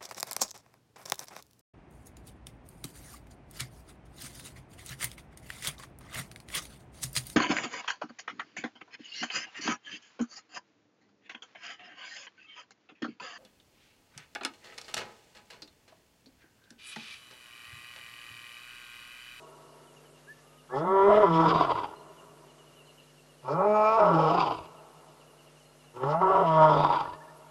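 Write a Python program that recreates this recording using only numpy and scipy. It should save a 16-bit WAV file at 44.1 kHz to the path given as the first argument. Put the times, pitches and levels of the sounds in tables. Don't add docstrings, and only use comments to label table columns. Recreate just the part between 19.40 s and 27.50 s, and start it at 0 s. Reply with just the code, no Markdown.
import sys
import numpy as np
from scipy import signal
from scipy.fft import rfft, irfft
from scipy.io import wavfile
from scipy.ndimage import uniform_filter1d

SR = 44100
rng = np.random.default_rng(int(sys.argv[2]) if len(sys.argv) > 2 else 0)


def to_wav(s):
    ch = np.atleast_2d(s).T
    pcm = np.round(np.clip(ch, -1, 1) * 32767)
    wavfile.write(sys.argv[1], SR, pcm.astype(np.int16))


N = 357210

# time in seconds, effort in dB, pitch in Hz.
ROAR_CONTOURS = [
    [(1.28, -55.5, 119.9), (1.346, -31, 130.7), (1.468, -28, 184.9), (1.53, -22.5, 193.8),
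     (1.61, -20, 194.2), (1.665, -18, 201.6), (1.825, -16.5, 213.8), (1.865, -20, 171.5),
     (1.925, -28, 161.6), (2.0, -21.5, 163.7), (2.1, -23, 165.4), (2.2, -24, 152.1), (2.4, -31.5, 140.3),
     (2.56, -50.5, 138.6)],
    [(4.02, -51, 120.6), (4.084, -33.5, 129.9), (4.182, -24, 184.1), (4.272, -21.5, 209.5),
     (4.46, -20, 215.1), (4.565, -22, 227.7), (4.62, -17.5, 208.2), (4.7, -22, 203.4), (4.73, -22.5, 163.5),
     (4.9, -24, 155.9), (4.97, -23.5, 184.9), (5.1, -28.5, 160.5), (5.17, -41.5, 161.5), (5.28, -53, 163.8)],
    [(6.53, -54, 117.6), (6.634, -29, 131.8), (6.77, -24, 165.6), (6.82, -23, 186.3), (7.02, -21, 193.9),
     (7.05, -24.5, 163.3), (7.13, -23, 158.5), (7.225, -14.5, 157.3), (7.3, -19.5, 153.1),
     (7.4, -23.5, 150), (7.54, -24, 153.4), (7.656, -35, 154.3), (7.78, -52, 149.4)],
]
# seconds at which the moan starts, frays and breaks and the growl starts and
ROAR_STAGES = [(1.48, 1.65, 1.85, 2.02, 2.11, .09, .23, .2), (4.265, 4.5, 4.575, 4.86, 5.0, .07, .1, .36),
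               (6.8, 6.82, 7.06, 7.28, 7.39, .25, .28, .13)]
# lip noise and overtone ring in dB against the effort, delay of the first rasp
# in seconds, deep throat gain in dB.
ROAR_TIMBRES = [(-19, -37, 0.11, 1.1), (-26.5, -22.5, 0.11, -0.4), (-22, -47, .17, -1.5)]
# start in seconds, swell in dB, length in seconds.
THROBS = [(1.321, 4.5, 0.068), (2.207, 4, 0.028), (2.294, 7.5, 0.036), (2.375, 6, 0.04),
          (2.432, 9.5, 0.025), (4.046, 7.5, 0.036), (4.078, 11.5, 0.08), (5.008, 3.5, 0.02),
          (5.107, 4, 0.025), (6.56, 8.5, 0.015), (6.812, 10, 0.25), (6.632, 8.5, 0.0087), (7.434, 4, 0.029),
          (7.604, 6, 0.0062), (7.647, 0.5, 0.038), (7.723, 8.5, 0.013)]
# centre in Hz, width in Hz, gain in dB.
DEEP_MODES = [(400, 120, 0), (320, 120, -8)]
MIDDLE_MODES = [(638, 95, 0)]
UPPER_MODES = [(942, 97, 3), (1112.4, 55, 1.5), (1308, 103, -1.5)]
# time in seconds, middle resonance in Hz, its gain
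# in dB, lowest upper resonance in Hz, gain of the upper group in dB.
THROAT_SHAPES = [
    [(1.3, 580, -3, 840, 0.5), (1.5, 650, 4.5, 910, -6), (1.66, 637, -7.5, 934, -4),
     (1.7, 658, 9.5, 997, -6), (1.84, 634, 2.5, 980, -0.5), (1.9, 663, -8, 968, -4),
     (2.03, 640, -4, 925, 0), (2.1, 693, -14, 1013, -3.5), (2.25, 680, 2, 1033, 2.5),
     (2.45, 590, -15.5, 873, 0.5)],
    [(4.05, 586, 2.5, 903, -1.5), (4.26, 621, 2, 883, -3.5), (4.55, 638, 8, 920, 2), (4.68, 623, 5, 950, 1),
     (4.76, 586, -1, 875.2, -4.5), (4.88, 536, 12, 865, 6), (4.94, 750, 0, 985, -4.5),
     (5.05, 704, -4, 966, -2), (5.2, 620, -6, 902, -4)],
    [(6.55, 562, -14.5, 890, -7.5), (6.75, 635, 12.5, 877, 6.5), (6.85, 660, 2, 953, -2),
     (7.03, 673, 0.5, 970, -7.5), (7.25, 605, 14, 953, 12), (7.36, 614, -6.5, 947, -5),
     (7.42, 640, -0.5, 942, 1.5), (7.6, 596, -14, 903, 6), (7.75, 595, -22, 940, -5.5)],
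]
# time in seconds, level in dB, mouth resonance in Hz, spread
# beside that resonance in dB, hiss over the teeth in dB against the level.
BREATH_CONTOURS = [
    [(1.28, -87, 3300, -11, -4), (1.37, -60, 3300, -7, -9), (1.45, -65, 3400, -18.5, -18),
     (1.76, -48.5, 3070, 2.5, -14.5), (1.9, -51.5, 3170, -3, -8), (2.096, -44, 3418, 0, -6),
     (2.402, -49.5, 2976, 6, -8), (2.56, -77, 3000, 0, -10)],
    [(4.02, -70.5, 2440, 2, 3), (4.22, -60.5, 2330, -7.5, -11.5), (4.436, -49, 2220, -17.5, -9.5),
     (4.62, -50.5, 2590, -3, -6), (4.8, -52, 3040, -1.5, -3.5), (5.0, -41.5, 2800, -2, -5.5),
     (5.28, -62, 2740, 0, -7)],
    [(6.53, -72, 2900, 3, -5.5), (6.692, -54, 3020, -1.5, -12.5), (6.78, -59.5, 2800, -5, -9),
     (6.95, -55.5, 2900, -5, -13), (7.32, -46.5, 3270, -9.5, -7.5), (7.532, -45, 3490, 5.5, -7.5),
     (7.78, -70.5, 3000, 11, -3)],
]
# frequency in Hz, relative level in dB.
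MOUTH_SPECTRUM = [(1800, -36.5), (2250, 6.5), (3700, 4.5), (4000, -1), (4600, -46.5)]
LIP_SPECTRUM = [(1300, 3), (1550, -8.5), (1740, 6.5), (1850, -6.5), (2000, 7.5), (2250, -15.5),
                (2700, -38.5)]
TEETH_SPECTRUM = [(3800, -10.5), (4350, -1.5), (5100, -4), (5700, -8), (6600, -12.5), (7500, -13.5),
                  (9000, -42.5), (11000, -83.5)]
# time in seconds, pitch in Hz, level in dB.
CHEST_TONES = [
    [(1.3, 145, -68), (1.382, 140, -37.5), (1.492, 204.3, -39), (1.61, 187.5, -51.5), (1.686, 208.4, -35),
     (1.804, 209, -41.5), (1.836, 182.7, -45), (1.912, 166, -28.5), (2.118, 165.2, -33),
     (2.18, 161.6, -31.5), (2.266, 138, -54), (2.4, 106, -49), (2.52, 81.8, -67)],
    [(4.05, 138, -51), (4.098, 130.6, -47), (4.148, 154.4, -33), (4.258, 210, -44), (4.3, 209.8, -35.5),
     (4.582, 219.6, -51), (4.628, 183, -40), (4.77, 160.6, -27), (4.894, 154, -33), (4.96, 181, -42),
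     (5.12, 125, -50), (5.22, 84, -56.5)],
    [(6.58, 119.6, -52), (6.61, 120, -55), (6.64, 137.4, -35), (6.73, 153, -35.5), (6.8, 180, -38),
     (6.906, 169.4, -50.5), (7.002, 178, -41.5), (7.098, 160.5, -31.5), (7.204, 156.8, -28.5),
     (7.43, 150, -32.5), (7.48, 145, -45), (7.6, 142.6, -54.5), (7.72, 89, -56)],
]
# frequency in Hz, seconds to die away by 60 dB.
TREE_DECAY = [(150, 3.1), (400, 5), (1000, 3.26), (1600, 5.25), (4000, 2.26)]
# pitch in Hz, first beat in seconds, chirps a second, pulses a chirp,
# pulse length in seconds, fall in Hz, level in dB.
CRICKETS = [(2870, .04, 9.98, 1, .055, 480, -61), (2780, .02, 11.3, 1, .045, 380, -63),
            (2850, .01, 17, 1, .03, 350, -69), (4110, 2.52, 7.8, 2, .03, 300, -69)]
# time in seconds, gain in dB.
CRICKET_SWELL = [(0, -3.5), (1.2, -8), (2.5, -0.5), (3.1, -7.5), (3.45, 3), (3.9, -7), (5.3, -3.5),
                 (6.5, -3), (8.1, -9.5)]
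# start in seconds, peak in dB, starting pitch in Hz, length in seconds.
WHISTLES = [(.87, -45, 1560, .07), (1.30, -44, 1560, .075), (6.615, -46, 1580, .045),
            (7.525, -50, 1580, .04), (7.645, -51, 1580, .04), (7.722, -51, 1580, .04),
            (7.80, -51, 1580, .04), (7.87, -53, 1580, .04), (.95, -65, 1100, .32), (7.955, -62, 10000, .04)]
# frequency in Hz, rms level in dB.
MAINS_PARTIALS = [(50, -76), (150, -65), (250, -70), (350, -72.5), (450, -72.5), (550, -73)]
# frequency in Hz, relative level in dB.
NIGHT_SPECTRUM = [(12, -38), (20, -36), (95, -15.5), (149, -4), (200, -13.5), (634, -6), (785, -10.5),
                  (2840, -18.5), (12100, -22), (15700, -45), (22000, -120)]

TURN_S = .04


def lion(lead_s=2):
    lead = lead_s * SR
    dry, noise = np.zeros(N + lead), rng.standard_normal(SR)
    for tables in zip(ROAR_CONTOURS, ROAR_STAGES, ROAR_TIMBRES, BREATH_CONTOURS, THROAT_SHAPES,
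                      CHEST_TONES):
        start_s, sound = roar(*tables)
        add(dry, start_s + lead_s, sound)
    add(dry, .7, gain_of(-22) * steadied(formants(noise, DEEP_MODES + MIDDLE_MODES + UPPER_MODES)))
    ground = gain_of(-15) * bush_echo(dry, [(200, .15), (3000, .063)], delay_s=.003865)
    trees = gain_of(-28.5) * bush_echo(dry, TREE_DECAY, delay_s=.046)
    return (dry + ground + trees)[lead:]


def roar(contour, stages, timbre, breath_rows, throat_rows, chest_rows):
    t = np.arange(contour[0][0], contour[-1][0], 1 / SR)
    effort_db, pitch_hz = follow(t, contour)
    moan_s, fray_s, break_s, growl_s, full_s, moan, frayed, broken = stages
    lip_db, ring_db, rasp_s, deep_db = timbre
    rough, = follow(t, [(moan_s - TURN_S / 2, .24), (moan_s + TURN_S / 2, moan), (fray_s, moan),
                        (fray_s + TURN_S, frayed), (break_s - TURN_S / 2, frayed),
                        (break_s + TURN_S / 2, broken), (growl_s, broken), (full_s, .95)])
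    after_break = np.interp(t, [break_s, break_s + 2 * TURN_S], [0, 1])
    growl = np.interp(t, [growl_s, full_s], [0, 1])
    clear, ragged, airflow = vocal_folds(pitch_hz, rough)
    voice = throat(t, throat_rows, clear, ragged, rough, after_break, growl, deep_db)
    air = evened(airflow ** 1.1 * rng.standard_normal(len(t)))
    puffs = (.35 + 2 * rough + .5 * after_break) * air + .65 * (1 - rough) ** 2 * clear
    mouth = breath(t, breath_rows, air, puffs, rough, growl, rasp_s) / gain_of(effort_db)
    mouth += gain_of(lip_db) * steadied(coloured(puffs, LIP_SPECTRUM))
    ring_swell = np.interp(t, [moan_s - TURN_S, break_s], [.6, 1])
    mouth += gain_of(ring_db) * overtone_ring(clear, rough, ring_swell)
    thuds = gain_of(-37) * (.51 + rough) * evened(resonate_twice(np.gradient(ragged), 100, 80))
    throb = throbbing(t)
    sound = gain_of(effort_db) * (throb * voice + throb ** .8 * mouth + thuds)
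    sound += chest(t, chest_rows, rough)
    return t[0], sound * signal.windows.tukey(len(t), .03)


def vocal_folds(pitch_hz, rough, jitter=.2, flutter_db=2.5):
    n = len(rough)
    cycles = np.cumsum(pitch_hz * (1 + .003 * wander(n, 30))) / SR
    clear = evened(sum(np.cos(2 * np.pi * k * cycles) for k in range(2, 33)))
    slack_hz = pitch_hz * (1 - .58 * rough ** 6) * np.exp(jitter * rough * wander(n, 90.32))
    slack_cycles = np.cumsum(slack_hz) / SR
    flutter = gain_of(flutter_db * rough * wander(n, 45))
    airflow = (1.3 + np.exp(-(slack_cycles % 1))) * flutter
    slaps = np.diff(np.floor(slack_cycles), prepend=0) * flutter
    ragged = evened(evened(slaps) + .59 * evened(airflow * rng.standard_normal(n)))
    return clear, ragged, airflow


def throat(t, rows, clear, ragged, rough, after_break, growl, deep_db, deep_share=.6):
    middle_hz, middle_db, upper_hz, upper_db = follow(t, rows)
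    calm = np.sqrt(1 - deep_share * rough) * clear + 8.04 * deep_share * rough * ragged
    voice = formants(calm, [(hz, width, db + deep_db + break_db * after_break - 5 * growl)
                            for (hz, width, db), break_db in zip(DEEP_MODES, (-3.5, 4.5))])
    steady = np.sqrt(1 - rough) * clear
    slack = gain_of(-1) * 4.76 * rough ** .64 * ragged
    shift = 1 + .07 * rough ** 2 * wander(len(t), 10)
    tilt_db = 16 * rough ** 6
    lowest_hz, middle_width = UPPER_MODES[0][0], MIDDLE_MODES[0][1]
    for drive, widen, trim_db in (steady, 1, 0), (slack, 1.5, -5 * (1 - growl)):
        upper = [(shift * (upper_hz if hz == lowest_hz else hz), width * widen,
                  db - tilt_db * (hz / lowest_hz - 1)) for hz, width, db in UPPER_MODES]
        voice -= formants(drive, [(middle_hz * shift, middle_width * widen, middle_db + trim_db)])
        voice += gain_of(upper_db) * formants(drive, upper)
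    return steadied(voice)


def formants(drive, modes):
    out = sum(gain_of(db) * resonate_twice(drive, hz, width) for hz, width, db in modes)
    return signal.sosfilt(signal.butter(4, [270, 1420], "bandpass", fs=SR, output="sos"), out)


def breath(t, rows, air, puffs, rough, growl, rasp_s):
    level_db, mouth_hz, spread_db, teeth_db = follow(t, rows)
    level_db += 2.14 * wander(len(t), 13.8)
    mouth_hz *= 1 + .08 * rough * wander(len(t), 8)
    cavity = resonate_twice(puffs, mouth_hz, 650) + gain_of(spread_db) * puffs
    mouth = steadied(coloured(cavity, MOUTH_SPECTRUM))
    teeth_db += 14 * np.exp(-((t - t[0] - rasp_s) / .037) ** 2)
    behind_teeth = gain_of(6) * resonate(puffs, hz=5200 - 450 * growl, width_hz=320)
    teeth = steadied(coloured(air + behind_teeth, TEETH_SPECTRUM))
    return gain_of(level_db) * (mouth + gain_of(teeth_db) * teeth)


def overtone_ring(clear, rough, swell, low_hz=2376, high_hz=6600):
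    low = swell * evened(resonate_twice(clear, low_hz, 110))
    high = gain_of(-31.5 + 4.28 * wander(len(clear), 20)) * evened(resonate_twice(clear, high_hz, 300))
    return (1 - rough) ** 3 * low + (1 - rough) ** 6 * high


def chest(t, rows, rough):
    hz, db = follow(t, rows)
    db += 4.5 * rough ** 2 * wander(len(t), 54)
    fade = np.interp(t, [t[0], rows[0][0], rows[-1][0], rows[-1][0] + 2 * TURN_S], [0, 1, 1, 0])
    return fade * gain_of(db) * np.sqrt(2) * np.cos(2 * np.pi * np.cumsum(hz) / SR)


def throbbing(t):
    swell_db = sum(db * np.clip((t - s) / .003, 0, 1) * np.exp(-(np.maximum(t - s, 0) / length) ** 3)
                   for s, db, length in THROBS)
    return steadied(gain_of(swell_db), size=6000)


def small_animals(whistle_rise=1.13):
    calls = crickets()
    for s, db, hz, length in WHISTLES:
        add(calls, s, gain_of(db) * sweep(hz, hz * whistle_rise, length, arch=.68))
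    return calls + gain_of(-9) * bush_echo(calls, [(1500, .3), (2500, .5), (4000, .4)], delay_s=.01)


def crickets(pulse_gap_s=.036, spread_db=12):
    out = np.zeros(N)
    for hz, first_s, per_s, pulses, length, fall_hz, db in CRICKETS:
        beats = np.arange(first_s, N / SR, 1 / per_s)
        for s, (late, size, pitch) in zip(beats, rng.random((len(beats), 3))):
            top_hz = hz * (.98 + .04 * pitch) + fall_hz / 2
            level_db = db + follow(s, CRICKET_SWELL)[0] + spread_db * (size - .5)
            pulse = gain_of(level_db) * sweep(top_hz, top_hz - fall_hz, length, arch=.3)
            for k in range(pulses):
                add(out, s + .4 * late / per_s + k * pulse_gap_s, pulse)
    return out * (1 + .35 * wander(N, 150))


def bush_echo(x, decay, delay_s):
    taps = np.zeros(3 * SR)
    slots = np.arange(round(delay_s * SR), len(taps) - 20, 20)
    taps[slots + rng.integers(0, 20, len(slots))] = rng.choice([-1., 1.], len(slots))
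    hz, t, bands = signal.stft(taps, SR, nperseg=256)
    tail = signal.istft(bands * gain_of(-60 * t / at_hz(decay, hz)[:, None]), SR, nperseg=256)[1]
    return signal.fftconvolve(x, tail / np.linalg.norm(tail))[:len(x)]


def mains_hum():
    t = np.arange(N) / SR
    return sum(np.sqrt(2) * gain_of(db + .6 * wander(N, 3.2))
               * np.sin(2 * np.pi * (hz * t + rng.random())) for hz, db in MAINS_PARTIALS)


def night_hiss(level_db=-61):
    real, imag, patches = rng.standard_normal((N // 128 + 5, 257, 3)).T
    patches = evened(uniform_filter1d(uniform_filter1d(patches, size=24, axis=0), size=20, axis=1))
    hiss = signal.istft((real + 1j * imag) * gain_of(1.2 * patches), nperseg=512, noverlap=384)[1][:N]
    return gain_of(level_db) * evened(coloured(hiss, NIGHT_SPECTRUM))


def sweep(start_hz, end_hz, length_s, arch):
    progress = np.linspace(0, 1, round(length_s * SR))
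    hz = start_hz + (end_hz - start_hz) * np.sin(np.pi * arch * progress)
    return np.sin(2 * np.pi * np.cumsum(hz) / SR) * np.sin(np.pi * progress)


def resonate(x, hz, width_hz):
    carrier = np.exp(2j * np.pi * np.cumsum(hz * np.ones(len(x))) / SR)
    pole = np.exp(-np.pi * width_hz / SR)
    return 2 * (carrier * signal.lfilter([1 - pole], [1, -pole], x / carrier)).real


def resonate_twice(x, hz, width_hz):
    return resonate(resonate(x, hz, width_hz), hz, width_hz)


def wander(n, hz):
    return evened(signal.sosfilt(signal.butter(2, hz, fs=SR, output="sos"), rng.standard_normal(n)))


def coloured(x, spectrum):
    return irfft(rfft(x) * gain_of(at_hz(spectrum, np.fft.rfftfreq(len(x), 1 / SR))), len(x))


def at_hz(rows, hz):
    row_hz, values = np.transpose(rows)
    return np.interp(np.log(hz + 1), np.log(row_hz + 1), values)


def follow(t, rows):
    times, *columns = np.transpose(rows)
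    return [np.interp(t, times, column) for column in columns]


def gain_of(db):
    return 10 ** (np.asarray(db) / 20)


def evened(x):
    return x / np.sqrt(np.mean(x ** 2) + 1e-20)


def steadied(x, size=3000):
    return x / np.sqrt(abs(uniform_filter1d(x ** 2, size=size)) + 1e-12)


def add(mix, start_s, sound):
    part = mix[round(start_s * SR):][:len(sound)]
    part += sound[:len(part)]


def scene():
    return (lion() + small_animals() + mains_hum() + night_hiss())[None]


def record(dry):
    lowpass = signal.firwin(511, 12220, window=("kaiser", 9), fs=SR)
    return signal.oaconvolve(dry, lowpass[None], "same")


dry = scene()
out = record(dry)
to_wav(out)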